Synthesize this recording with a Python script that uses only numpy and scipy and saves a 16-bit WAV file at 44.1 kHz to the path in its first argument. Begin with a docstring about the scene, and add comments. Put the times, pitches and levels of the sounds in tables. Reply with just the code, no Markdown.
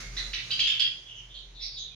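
"""Small finches in a hard-walled aviary. Room air, a faint rustle and a wavering low hum run throughout.
In the first 0.8 s one or two close birds give short upswept chips, their overtones shaped by the throat.
From about 1 s the rustle dies down and others answer from farther off with thin warbled peeps.
The bare walls make every call ring on."""
import sys
import numpy as np
from scipy import signal
from scipy.fft import rfft, irfft
from scipy.io import wavfile

SR = 44100
rng = np.random.default_rng(int(sys.argv[2]) if len(sys.argv) > 2 else 0)


def output_pcm(signal):
    """Save a mono or channel-first signal as 16-bit PCM at the path in sys.argv[1].

    Samples are clipped to [-1, 1] before scaling.
    """
    pcm = np.clip(np.atleast_2d(signal).T, -1, 1) * 32767
    wavfile.write(sys.argv[1], SR, np.round(pcm).astype(np.int16))


N = 85995

# Room air, spectral shape: freq_hz, density_db
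AIR_SPECTRUM = [(35, -33.5), (60, -7), (132, 0.5), (219, -16), (399, -10.5), (514, -13), (1360, -20.5),
                (2710, -16), (3270, -13.5), (4410, -23.5), (6380, -19.5), (7000, -24), (7500, -62),
                (9020, -37), (15000, -56.5)]
# Rustle, spectral shape: freq_hz, density_db
RUSTLE_SPECTRUM = [(150, -4), (400, -5.5), (800, -12), (1300, -6.5), (2200, -2.5), (3200, -9.5), (4300, -5),
                   (6600, -5), (7700, -21), (9800, -21.5), (12000, -32.5), (15000, -31.5)]
# Rustle envelope: time_s, level_db
RUSTLE_ENVELOPE = [(0, -38), (.025, -45), (.11, -50.5), (.2, -44), (.42, -52), (.5, -47.5), (.65, -49.5),
                   (.85, -53.5), (1.0, -59.5), (1.95, -75.5)]
# Low hum envelope: time_s, level_db
HUM_ENVELOPE = [(0.0, -48.5), (0.102, -40), (0.314, -43), (0.504, -59.5), (0.65, -52), (0.754, -60.5),
                (1.128, -61), (1.226, -53), (1.618, -49), (1.95, -58.5)]
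# Drone lines: pitch_hz, base_level_db
DRONE_LINES = [(118.4, -61.5), (172.3, -71.5)]
# Gain on both drone lines: time_s, gain_db
DRONE_ENVELOPE = [(0, 11.5), (.2, 7), (.35, -0.5), (.52, 9), (.8, 0), (1.2, -4.5), (1.95, -3.5)]
# Distant peeps: start_s, length_s, from_hz, to_hz, warble_ratio, gain_db, octave_db, pan_db
FAR_PEEPS = [(1.056, 0.027, 3403, 3230, 0.038, -46.5, -33, -14.5),
             (1.061, .080, 2998, 2994, 0.054, -43, -18, -2.5),
             (1.138, .080, 3253, 2830, 0.035, -43.5, -11.5, -4.5),
             (1.28, 0.067, 3200, 3400, 0.089, -48, -37, -4),
             (1.328, 0.051, 3250, 3316, 0.044, -44, -22, -10.5),
             (1.336, 0.06, 3970, 3850, 0.11, -42.5, -32, -1.5), (1.531, .085, 4150, 3550, 0.1, -46, -35, 2),
             (1.576, 0.093, 3630, 4080, 0.084, -39, -54, -4), (1.613, .048, 5328, 4876, .10, -34, -44, -4),
             (1.588, 0.079, 2356, 2420, 0.1405, -53, 13.5, -7),
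             (1.683, 0.11, 4697, 4650, 0.066, -43.5, -55, -2),
             (1.745, 0.08, 3827, 3615, 0.076, -34.5, -61, -2),
             (1.771, 0.05, 6500, 6200, 0.04, -44, -74, -1),
             (1.817, 0.0737, 3750, 3473, 0.056, -46.5, -51, -14.5),
             (1.896, 0.057, 2464, 2464, 0.0033, -56, -16, -6)]
# Close chips: start_s, length_s, top_hz, sweep_ratio, rise_s, throat_hz, gain_db,
# partial1_db, partial2_db, partial3_db, partial4_db, pan_db
CLOSE_CHIPS = [(0.024, 0.014, 2196, 0.051, 0.0022, 3880, -56.5, 17, -8, 10, -29, -19),
               (0.164, 0.025, 2071, 0.37, 0.005, 4120, -35, 8.5, 2.5, -1.5, -15.5, -4),
               (0.329, 0.025, 1942, 0.33, 0.0041, 3800, -35, -2.5, -0.5, 2.5, -23, -4.5),
               (0.332, .017, 1477, 0.41, 0.0044, 2600, -38, -27.5, 6, 8, -14, -4),
               (0.504, 0.024, 1590, 0.21, 0.00486, 3870, -25.5, -11.5, 1, -1.5, -17, -2),
               (0.59, 0.0238, 1641, 0.2084, 0.00638, 3560, -21.5, -35, 2, -2, -8, -0.5),
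               (0.669, 0.018, 1808, 0.26, 0.0067, 3120, -22.5, -18, 1.5, -7.5, -8, -3),
               (0.793, .019, 1671, 0.182, 0.0049, 3460, -18.5, -21, -0.5, -2.5, -18, -3)]

ROOM_T60_S, TREBLE_T60_S, BUILD_S, EARLY_S = 0.43, 0.13, 0.012, 0.091
SLAP_S, SLAP_GAIN = 0.0174, 0.49
WARBLE_HZ, JITTER_HZ = 133.3, 850


def undb(db):
    """Decibels to gain."""
    return 10 ** (np.asarray(db) / 20)


def unit_rms(x):
    """Scale to rms 1."""
    return x / np.sqrt(np.mean(x ** 2))


def pan(db):
    """Stereo gains for a left-minus-right level."""
    return undb(np.array([[db], [-db]]) / 2)


def envelope(points):
    """Gain over time from time_s, level_db points."""
    return undb(np.interp(np.arange(N) / SR, *np.array(points).T))


def swell(t, length_s, attack_s, release_s):
    """Smooth attack, hold and release."""
    attack = np.sin(np.pi / 2 * np.clip(t / attack_s, 0, 1)) ** 2
    release = np.sin(np.pi / 2 * np.clip((length_s - t) / release_s, 0, 1)) ** 2
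    return attack * release


def wander(bandwidth_hz, size=N):
    """Smooth random motion, rms 1."""
    f = np.fft.rfftfreq(size, 1 / SR)
    return unit_rms(irfft(rfft(rng.standard_normal(size)) * np.exp(-(f / bandwidth_hz) ** 2), size))


def tremble(t, bandwidth_hz):
    """Random motion over one call."""
    return wander(bandwidth_hz, size=8192)[:len(t)]


def add(out, start_s, sound):
    """Mix in a stereo sound."""
    i = int(start_s * SR)
    out[:, i:i + sound.shape[1]] += sound[:, :max(N - i, 0)]


def stereo_noise(spectrum, alike_below_hz=800):
    """Shaped noise, rms 1, alike on both sides only in the bass."""
    f = np.fft.rfftfreq(N, 1 / SR) + 1
    hz, db = np.array(spectrum).T
    shape = undb(np.interp(np.log(f), np.log(hz), db)) / np.hypot(1, (hz[0] / f) ** 2)
    mid, side = rfft(rng.standard_normal((2, N))) * shape
    side = side * f / np.hypot(f, alike_below_hz)
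    return unit_rms(irfft(np.array([mid + side, mid - side]), N))


def drifting_tone(hz, drift_ratio):
    """Sine of slowly wandering pitch, rms 1."""
    pitch_hz = hz * (1 + drift_ratio * wander(5.7))
    return np.sqrt(2) * np.sin(2 * np.pi * np.cumsum(pitch_hz) / SR)


def room_air():
    """Steady noise of the room's air."""
    return undb(-59.5) * stereo_noise(AIR_SPECTRUM)


def rustle():
    """Soft noise, slightly to the right, dying down."""
    noise = stereo_noise(RUSTLE_SPECTRUM)
    flicker_db = 0.5 * wander(40)
    return pan(-2) * noise * envelope(RUSTLE_ENVELOPE) * undb(flicker_db)


def hum(pitch_hz=43.1):
    """Low hum that swells and fades under two unsteady drone lines."""
    drone = sum(undb(db) * drifting_tone(hz, drift_ratio=0.0231) * (1 + 0.39 * wander(60))
                for hz, db in DRONE_LINES)
    low = drifting_tone(pitch_hz, drift_ratio=0.007) * (1 + 0.12 * wander(25))
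    return envelope(HUM_ENVELOPE) * low + envelope(DRONE_ENVELOPE) * drone


def aviary(call, direct_db, room_db, direct_pan_db=0, right_lag_s=0.00005):
    """Direct sound, then wall echoes that thicken and decay, treble first."""
    t = np.arange(N // 3) / SR
    echoes = rng.standard_normal((2, len(t)))
    clumps = np.repeat(rng.standard_normal((2, len(t) // 32 + 1)), 32, axis=1)[:, :len(t)]
    sparseness = np.exp(-t / EARLY_S)  # early echoes stand apart, later ones merge
    echoes = echoes * np.exp(sparseness * clumps - sparseness ** 2) * (1 - np.exp(-t / BUILD_S))
    low = signal.sosfiltfilt(signal.butter(2, 5500, fs=SR, output="sos"), echoes)
    response = low * undb(-60 * t / ROOM_T60_S) + (echoes - low) * undb(-60 * t / TREBLE_T60_S)
    wet = signal.fftconvolve(call[None], response, axes=1)
    wet *= np.sqrt(np.sum(call ** 2) / np.sum(wet ** 2, axis=1, keepdims=True))
    left = np.pad(call, (0, len(t) - 1))
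    direct = np.array([left, np.roll(left, int(right_lag_s * SR))])
    return undb(room_db) * wet + undb(direct_db) * pan(direct_pan_db) * direct


def far_peeps(jitter_ratio=0.032):
    """Gliding whistles with a fast, uneven warble, heard mostly off the walls."""
    out = np.zeros((2, N))
    for start_s, length_s, from_hz, to_hz, warble_ratio, gain_db, octave_db, pan_db in FAR_PEEPS:
        t = np.arange(int(length_s * SR)) / SR
        glide_hz = from_hz + (to_hz - from_hz) * t / length_s
        warble = np.sin(2 * np.pi * WARBLE_HZ * t + tremble(t, WARBLE_HZ))
        pitch_hz = glide_hz * (1 + warble_ratio * warble + jitter_ratio * tremble(t, JITTER_HZ))
        phase = 2 * np.pi * np.cumsum(pitch_hz) / SR
        voice = np.sin(phase) + undb(octave_db) * np.sin(2 * phase)
        voice *= swell(t, length_s, attack_s=0.48 * length_s, release_s=0.48 * length_s)
        heard = aviary(voice, direct_db=-2, room_db=2)
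        add(out, start_s, undb(gain_db) * pan(pan_db) * heard)
    return out


def throat(hz, centre_hz, width_hz=1190):
    """Gain of the bird's throat resonance."""
    return 1 / np.hypot(1, (hz / centre_hz - centre_hz / hz) * centre_hz / width_hz)


def scratch(throat_hz, top_hz=5400, size=4096):
    """Noisy part of the voice, centred on the throat resonance."""
    f = np.fft.rfftfreq(size, 1 / SR) + 1
    band = 1 / np.hypot(1, (f / top_hz) ** 4) / np.hypot(1, (throat_hz / 2 / f) ** 4)
    return unit_rms(irfft(rfft(rng.standard_normal(size)) * throat(f, throat_hz) * band, size))


def close_chips(droop_ratio=0.017, rasp_depth=0.28, scratch_db=-10):
    """Pitch shoots up, levels off and droops; the throat shapes partials and scratch."""
    out = np.zeros((2, N))
    upper_db = [-22, -24, -26, -28]  # partials 5 to 8
    for chip in CLOSE_CHIPS:
        start_s, length_s, top_hz, sweep_ratio, rise_s, throat_hz, gain_db, *lower_db, pan_db = chip
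        t = np.arange(int(length_s * SR)) / SR
        onset = np.exp(-(t / rise_s) ** 2 / 2)
        pitch_hz = top_hz * (1 - sweep_ratio * onset - droop_ratio * (t / length_s) ** 4)
        jitter_ratio = 0.018 + 0.055 * onset  # rough on the way up, steadier at the top
        phase = 2 * np.pi * np.cumsum(pitch_hz * (1 + jitter_ratio * tremble(t, JITTER_HZ))) / SR
        tone = sum(undb(db) * throat(k * pitch_hz, throat_hz) * np.sin(k * phase)
                   for k, db in enumerate(lower_db + upper_db, 1))
        voice = tone * (1 + rasp_depth * tremble(t, JITTER_HZ))
        voice += undb(scratch_db) * np.std(tone) * scratch(throat_hz)[:len(t)]
        voice *= swell(t, length_s, attack_s=0.005, release_s=0.0027)
        heard = aviary(voice, direct_db=-0.5, room_db=5, direct_pan_db=-3)
        add(out, start_s, undb(gain_db) * pan(pan_db) * heard)
    return out


def scene():
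    """Birds, rustle and air with one short, strong echo; the hum stays dry."""
    room = close_chips() + far_peeps() + rustle() + room_air()
    slap = np.pad(room, ((0, 0), (int(SLAP_S * SR), 0)))[:, :N]
    return room + SLAP_GAIN * slap + hum()


def record(dry):
    """Short fades at both ends, low-pass at 15.5 kHz."""
    fades = swell(np.arange(N) / SR, N / SR, attack_s=0.004, release_s=0.004)
    return signal.sosfilt(signal.ellip(10, 0.2, 80, 15500, fs=SR, output="sos"), dry * fades)


dry = scene()
out = record(dry)
output_pcm(out)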